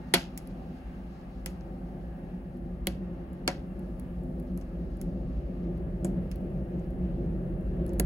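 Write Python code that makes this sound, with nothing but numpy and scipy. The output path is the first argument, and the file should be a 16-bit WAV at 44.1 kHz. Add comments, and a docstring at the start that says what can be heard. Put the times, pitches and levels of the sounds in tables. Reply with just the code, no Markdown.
"""A small utility room, a wood boiler burning with its door ajar; a phone microphone slowly nears the fire.
The fan's draught roars in the hollow modes of firebox and flue. Burning wood cracks and ticks, ringing
the logs, the firebox and the room. Behind them air rushes and whistles at the door, and sap and gas
sizzle out of the wood over a faint hiss."""
import sys
import numpy as np
from scipy import signal
from scipy.fft import rfft, irfft, next_fast_len
from scipy.io import wavfile
from scipy.ndimage import uniform_filter1d

SR = 44100
rng = np.random.default_rng(int(sys.argv[2]) if len(sys.argv) > 2 else 0)


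def inscribe(sig):
    """Save sig as 16-bit PCM at rate SR to the path in sys.argv[1].

    A 1-D sig is mono; a 2-D sig holds one channel per row.
    Samples are clipped to [-1, 1] before scaling.
    """
    pcm = np.round(np.clip(np.atleast_2d(sig).T, -1, 1) * 32767)
    wavfile.write(sys.argv[1], SR, pcm.astype(np.int16))


N = 355049

# In front of the boiler, the low flue boom surges and sags unevenly while growing louder; the roar
# rises slowly. Each row: time in seconds, flue boom in dB, firebox roar in dB.
DRAUGHT_LEVELS = [(0.0, -47, -46.5), (0.7, -43.5, -45.5), (1.6, -43, -45), (2.4, -41.5, -44.5),
                  (2.95, -37, -44), (3.35, -41.5, -44), (4.0, -39.5, -44.5), (4.6, -39.5, -43),
                  (5.3, -35.5, -41), (5.6, -39.5, -41), (5.85, -33, -41), (6.05, -38, -40.5),
                  (6.3, -35, -40), (6.7, -38, -40.5), (7.1, -33, -40.5), (7.5, -35, -38.5),
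                  (8.05, -31, -40)]
# Hollows of the flue and the air duct. Each row: pitch in Hz, width in Hz, relative level in dB.
FLUE_MODES = [(52.6, 16, -2), (36.38, 11, -24), (74.6, 28, -28.5), (112, 37, -22.5)]
DUCT_MODES = [(699, 48, -2.5), (771.5, 43, 0), (862, 41, -4.5)]
# Hollows of the firebox. Each row: pitch in Hz, width in Hz, relative level in dB at the quietest,
# dB gained for each dB that the roar rises.
ROAR_MODES = [(140, 26, -10, 1.87), (179.65, 23, 2.5, 1.19), (253.4, 25, -3, 0.44), (348.2, 41, -7.5, 1.76),
              (440, 85, -23.5, 2), (534, 82, -11.5, 1.35), (624, 71, -18, 1.46)]


def draught(duct_db, size):
    """Turbulent air excites flue, duct and firebox; the boom grows in surges, the roar rises slowly."""
    boom_db, roar_db = curves(DRAUGHT_LEVELS)
    quiet_db = roar_db.min()
    like = along(STEREO_LIKENESS, size)
    flutter_db = 1.33 * walk(11)  # the flame pulls duct and firebox along together
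    out = noise_pair(size, like, hollow(FLUE_MODES, size))[:, :N] * undb(boom_db)
    out += noise_pair(size, like, hollow(DUCT_MODES, size))[:, :N] * undb(duct_db + flutter_db)
    for hz, width, db, swell in ROAR_MODES:
        mode = noise_pair(size, like, resonance(hz, width, size))[:, :N]
        out += mode * undb(quiet_db + db + swell * (roar_db - quiet_db) + flutter_db)
    return out


# Band centres in Hz, low thud to top fizz. A crack's colour is one level in dB for each band.
CRACK_BANDS_HZ = (185, 340, 600, 950, 1500, 2300, 3300, 4400, 5800, 8000, 11000, 14500)
# Wood cracking behind the door. Each row: start in seconds, twelve band levels in dB,
# then scatter among the logs and room echo, both in dB against the burst.
WOOD_CRACKS = [(0.1379, -13.5, -15.5, -20, -21, -24.5, -19.5, -21, -21, -27, -19, -16, -44, -2, -23),
               (0.3755, -58, -56, -71, -59, -68, -51.5, -57, -59, -46.5, -39.5, -37.5, -38, -15, -24),
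               (1.46, -48.5, -49, -43.5, -48, -47.5, -42, -46.5, -51.5, -38.5, -34.5, -34, -38, -14.5, -23),
               (2.8702, -25, -28, -33, -41, -37.5, -33, -33, -37.5, -37.5, -30, -26.5, -28, -20, -28.5),
               (3.477, -22, -23, -21.5, -26.5, -26.5, -27.5, -32.5, -30.5, -28.5, -25, -30.5, -46.5, -15.5, -27),
               (4.575, -65, -67, -64, -67, -62.5, -64, -70, -70, -60, -56, -46, -55, -21, -19),
               (4.6114, -70, -67, -72, -72, -66, -69, -68, -74, -59, -61, -67, -62, -8, -27),
               (5.0141, -70, -69.5, -74, -75, -63, -59, -63, -68.5, -55, -44.5, -42, -44, -18, -23),
               (6.046, -28, -27, -35.5, -45, -49, -53.5, -60, -62, -59, -31.5, -42.5, -55, -11, -23),
               (6.314, -69, -70.5, -68, -71, -58.5, -53.5, -60, -60.5, -53, -53, -48, -51, -9, -23),
               (7.9975, -23, -17.5, -30, -38, -33.5, -39, -40, -38, -50, -26.5, -21, -27, -23, -35)]
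# Embers in the firebox. Each row: start in seconds, level in dB, pitch in Hz.
EMBER_TICKS = [(0.421, -60, 13000), (0.473, -48, 11400), (1.6092, -60, 5300), (2.571, -62, 12000),
               (3.331, -57.5, 11060), (3.349, -71, 10500), (3.793, -55, 11700), (3.997, -46.5, 11500),
               (4.235, -60, 10600), (4.398, -52, 12200), (4.427, -61.5, 13000), (4.9704, -57, 10600),
               (5.776, -62, 11500), (6.069, -53, 10500), (6.228, -70, 10970), (6.358, -48.5, 12900),
               (6.4075, -63, 13000), (6.795, -62.5, 7390), (6.906, -60, 11900), (7.61, -63, 12970),
               (7.8638, -47, 11700), (7.88, -56, 11000), (7.8925, -52, 7500), (7.934, -47, 12300),
               (7.988, -52, 11000)]


def fire():
    """Wood cracks and embers tick; a tick is a thin crack around one pitch."""
    events = [(start, crack(np.array(colour), scatter_db, room_db, size=10240))
              for start, *colour, scatter_db, room_db in WOOD_CRACKS]
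    for start, db, hz in EMBER_TICKS:
        octaves_off = np.abs(np.log2(np.array(CRACK_BANDS_HZ) / hz))
        colour = db + np.maximum(-26 * octaves_off, -23)
        events.append((start, crack(colour, scatter_db=-18, room_db=-23, size=4096)))
    out = np.zeros((2, N + SR))
    for start, sound in events:
        i = int(start * SR)
        out[:, i:i + sound.shape[1]] += sound
    low_cut = signal.butter(3, 140, "high", fs=SR, output="sos")  # a crack moves little air below this
    return signal.sosfilt(low_cut, out[:, :N])


def crack(colour, scatter_db, room_db, size):
    """One burst of fibres rings the firebox, the room and the logs."""
    out = firebox_ring(colour, size) + room_echo(colour, room_db, size)
    burst = splinters(colour, scatter_db)
    out[:, :burst.shape[1]] += log_ring(burst)
    return out


def splinters(colour, scatter_db, size=2048):
    """Fibres burst within a few ms and scatter among the logs in lumpy echoes, shorter when higher."""
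    t = np.arange(size) / SR
    rise = 1 - np.exp(-t / .0012)
    thud = rise * np.exp(-t / 0.01)  # lows spread over more time
    like, out = along(CRACK_STEREO_LIKENESS, size), 0
    for hz, db in zip(CRACK_BANDS_HZ, colour):
        lumps = undb(3 * rng.standard_normal(size // 32)).repeat(32)
        burst = np.exp(-(t / .003 * (hz / 2300) ** .65) ** 2)
        scatter = undb(scatter_db) * np.exp(-t / 0.014 * (hz / 2300) ** .6)
        envelope = thud if hz < 1200 else rise * lumps * (burst + scatter)
        band = noise_pair(size, like, resonance(hz, .17 * hz, size)) * envelope
        out = out + level(band, db) * np.sqrt(.004 * SR / size)  # the energy of 4 ms at this level
    return out


# The logs in the fire. Each row: pitch in Hz, width in Hz, gain in dB.
LOG_MODES = [(1390, 68, -4.5), (1980, 370, 1), (2850, 300, 0.5), (3335, 350, -4.5), (4280, 600, 0)]


def log_ring(burst):
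    """The logs ring briefly; part of the burst passes straight by."""
    rings = sum(undb(db) * signal.lfilter(*signal.iirpeak(hz, hz / width, SR), burst)
                for hz, width, db in LOG_MODES)
    return undb(-5) * burst + rings


# The firebox's hollow and steel plates. Each row: pitch in Hz, gain in dB, seconds to fall 60 dB.
CAVITY_RINGS = [(182.8, -2.5, 0.14), (255, -12, 0.18), (350, -5, 0.091), (546, -2.5, 0.095),
                (717, -4.5, 0.12)]
STEEL_RINGS = [(1580, -22, 0.2), (1965, -21, 0.24), (2210, -23, .25), (2560, -23.5, .28), (2740, -26, .28),
               (3100, -27, .24), (3700, -27, .25), (4310, -27, .22), (4830, -28, .25), (5800, -29.5, .2)]


def firebox_ring(colour, size):
    """The burst thumps hollow and plates, a little differently each time."""
    t = np.arange(size) / SR
    out = np.zeros(size)
    for hz, db, t60 in CAVITY_RINGS + STEEL_RINGS:
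        detune, jitter_db = 1 + .02 * rng.standard_normal(), 1.2 * rng.standard_normal()
        tone = np.sin(2 * np.pi * hz * detune * t + rng.uniform(0, 2 * np.pi))
        drive_db = np.interp(hz, CRACK_BANDS_HZ, colour)
        out += undb(drive_db + db + jitter_db) * tone * undb(-60 * t / t60)
    return out * (1 - np.exp(-t / 0.0026))


# The close walls of the utility room. Each row: band centre in Hz, gain in dB, seconds to fall 60 dB.
ROOM_BANDS = [(300, -12.5, 0.41), (790, 4, 0.27), (1550, 8, 0.21), (2870, 3.5, .29), (4636, 5, 0.25),
              (6300, 0.5, 0.11), (8040, -5.5, 0.2), (10600, -4.5, 0.21)]


def room_echo(colour, room_db, size):
    """The walls answer a crack unevenly; the echo holds at first, then dies quickly."""
    t = np.arange(size) / SR
    spectrum = undb(along(list(zip(CRACK_BANDS_HZ, colour)), size))
    like = along(STEREO_LIKENESS, size)
    absorption = undb(along([(13000, -1.0), (15500, -14.0)], size))  # walls and air swallow the top
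    out = np.zeros((2, size))
    for hz, db, t60 in ROOM_BANDS:
        band = resonance(hz, .36 * hz, size)
        lumps = uniform_filter1d(undb(2.4 * rng.standard_normal(size // 128)).repeat(128), 64)
        drive = np.average(spectrum, weights=band ** 2)
        tail = noise_pair(size, like, band * absorption) * lumps * drive
        out += tail * undb(room_db + db - 60 * (t / t60) ** 1.35)
    return out * (1 - np.exp(-t / 0.0029))


# Air at the gap of the door. Each row: frequency in Hz, relative level in dB.
RUSH_SPECTRUM = [(500, -4.5), (1000, -2), (1450, -5), (2100, -9), (2900, -12), (3500, -20.5), (5000, -32.5)]
# Whistles at its edges. Each row: pitch in Hz, width in Hz, relative level in dB.
EDGE_WHISTLES = [(1110, 60, -3), (1200, 32, 2), (1324, 65, -3), (1567, 50, -2), (1692, 38, 1.5),
                 (1857, 65, -3), (2100, 60, -6.5), (2733, 55, -7.5)]


def door_air(rush_db, size):
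    """Air rushes at the door in flickering bands; faint whistles come and go at the edges."""
    like = along(STEREO_LIKENESS, size)
    shape = undb(along([(200, -43.0)] + RUSH_SPECTRUM + [(12000, -61.0)], size))
    bands = [(hz, .2 * hz) for hz in (695.4, 1100, 1722, 2600, 4000)]
    rush = flicker(noise_pair(size, like, shape), bands, depth_db=1.5, rate=9)
    edges = noise_pair(size, like, hollow(EDGE_WHISTLES, size))
    whistles = undb(-4.5) * flicker(edges, EDGE_WHISTLES, depth_db=2.0, rate=4)
    return (rush + whistles) * undb(rush_db + 0.65 * walk(8))


def sizzle(sizzle_db, size):
    """Sap and gas leave the wood, with brief rustles."""
    noise = noise_pair(size, along(STEREO_LIKENESS, size), resonance(4130, 2200, size))[:, :N]
    rustle_db = 1.6 * walk(25) + .5 * np.maximum(walk(60), 0) ** 2
    return noise * undb(sizzle_db + rustle_db)


# The hiss behind everything. 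Each row: frequency in Hz, relative level in dB.
HISS_SPECTRUM = [(3000, -14.5), (5000, -19.5), (7000, -6), (8500, 4.5), (11000, 3), (13500, 1),
                 (15700, 2.5), (16000, -41)]


def hiss(size):
    """A faint, high hiss that wavers slowly."""
    shape = undb(along([(500, -50.5)] + HISS_SPECTRUM, size))
    noise = noise_pair(size, along(STEREO_LIKENESS, size), shape)[:, :N]
    return noise * undb(-77 + walk(1.9))


# How alike left and right are for steady sound and echoes, and how alike for a direct crack.
# Each row: frequency in Hz, likeness from 0 to 1.
STEREO_LIKENESS = [(60, .97), (400, 1), (800, 0.1), (1400, 0), (5000, 0), (7000, 1), (9000, 0.96)]
CRACK_STEREO_LIKENESS = [(500, 0.94), (1500, 0.6), (5500, 0.1), (7000, .97)]


def noise_pair(size, likeness, gain):
    """Left and right noise of one colour and rms 1, sharing a part of each bin."""
    mid, side = rng.standard_normal((2, size // 2 + 1, 2)) @ np.array([1, 1j]) * gain
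    like = np.clip(likeness, 0, 1)
    spectra = np.sqrt(1 + like) * mid + np.sqrt(1 - like) * side * np.array([[1], [-1]])
    return level(irfft(spectra, size), 0)


def flicker(noise, bands, depth_db, rate):
    """Noise split into bands of (Hz, width in Hz, ..), each wandering in level on its own."""
    size, spectrum = noise.shape[1], rfft(noise)
    shares = np.array([resonance(hz, width, size) for hz, width, *_ in bands])
    return sum(irfft(spectrum * share, size)[:, :N] * undb(depth_db * walk(rate))
               for share in shares / shares.sum(axis=0))


def walk(rate):
    """Random values held 1 / rate seconds and smoothed twice; rms 1."""
    hold = int(SR / rate)
    steps = np.repeat(rng.standard_normal(N // hold + 1), hold)
    return level(uniform_filter1d(uniform_filter1d(steps, hold), hold)[:N], 0)


def resonance(hz, width_hz, size):
    """Gain of a resonance passed twice, so its skirts are steep."""
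    f = np.fft.rfftfreq(size, 1 / SR) + 1
    return 1 / (1 + ((f - hz ** 2 / f) / (2 * width_hz)) ** 2 * 2)


def hollow(modes, size):
    """Gain of several resonances side by side."""
    return np.sqrt(sum((undb(db) * resonance(hz, width, size)) ** 2 for hz, width, db in modes))


def along(table, size):
    """Rows of (Hz, value) joined on a log-frequency axis, one value for each bin."""
    hz, value = np.transpose(table)[:2]
    return np.interp(np.log(np.fft.rfftfreq(size, 1 / SR) + 1), np.log(hz), value)


def curves(table):
    """Rows of (seconds, value, ..) joined by straight lines, one curve for each value column."""
    times, *columns = np.transpose(table)
    return [np.interp(np.arange(N) / SR, times, column) for column in columns]


def undb(db):
    """Gain of a level in dB."""
    return 10 ** (np.asarray(db) / 20)


def level(x, db):
    """Scaled to an rms level."""
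    return x * undb(db) / np.sqrt(np.mean(x ** 2))


# The upper layers drift. Each row: time in seconds, then duct, door air and sizzle levels in dB.
LEVEL_DRIFT = [(0.0, -57, -61.5, -73), (1.4, -57, -62, -73), (2.1, -57.5, -62.5, -78.5),
               (3.3, -59, -63.5, -79.5), (4.4, -62.5, -63.5, -79.5), (4.57, -65, -63.5, -75),
               (4.7, -59, -63.5, -78.5), (4.97, -59, -64.5, -73), (5.6, -60, -62.5, -78.5),
               (7.5, -58.5, -62.5, -80), (8.05, -59, -59, -78.5)]


def scene():
    """The boiler from in front of its door: draught, air, sizzle, hiss and fire."""
    duct_db, rush_db, sizzle_db = curves(LEVEL_DRIFT)
    size = next_fast_len(N)
    steady = draught(duct_db, size) + door_air(rush_db, size) + sizzle(sizzle_db, size) + hiss(size)
    return steady + fire()


# The capsule dulls at the top. Each row: frequency in Hz, gain in dB.
MIC_RESPONSE = [(12500, 0), (16000, -2)]
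# The phone's stereo balance. Each row: frequency in Hz, left minus right in dB.
STEREO_BALANCE = [(300, 0), (1200, 3), (3000, 0.9), (5300, -4), (6800, 0.46)]


def record(dry):
    """The phone's stereo image: treble leads on the right, low mids lag there; the top is cut."""
    size = next_fast_len(N + 512)
    f = np.fft.rfftfreq(size, 1 / SR)
    lag_rad_per_hz, lead_s, in_phase_hz, top_hz = .0007, .000211, 6400, 16500
    right_phase = np.maximum(-lag_rad_per_hz * f, 2 * np.pi * (f - in_phase_hz) * lead_s)
    tilt = undb(along(STEREO_BALANCE, size) / 2)
    response = undb(along(MIC_RESPONSE, size)) * np.array([tilt, np.exp(1j * right_phase) / tilt])
    stereo = irfft(rfft(dry, size) * response, size)[:, :N]
    return signal.sosfilt(signal.ellip(10, .2, 80, top_hz, fs=SR, output="sos"), stereo)


dry = scene()
out = record(dry)
inscribe(out)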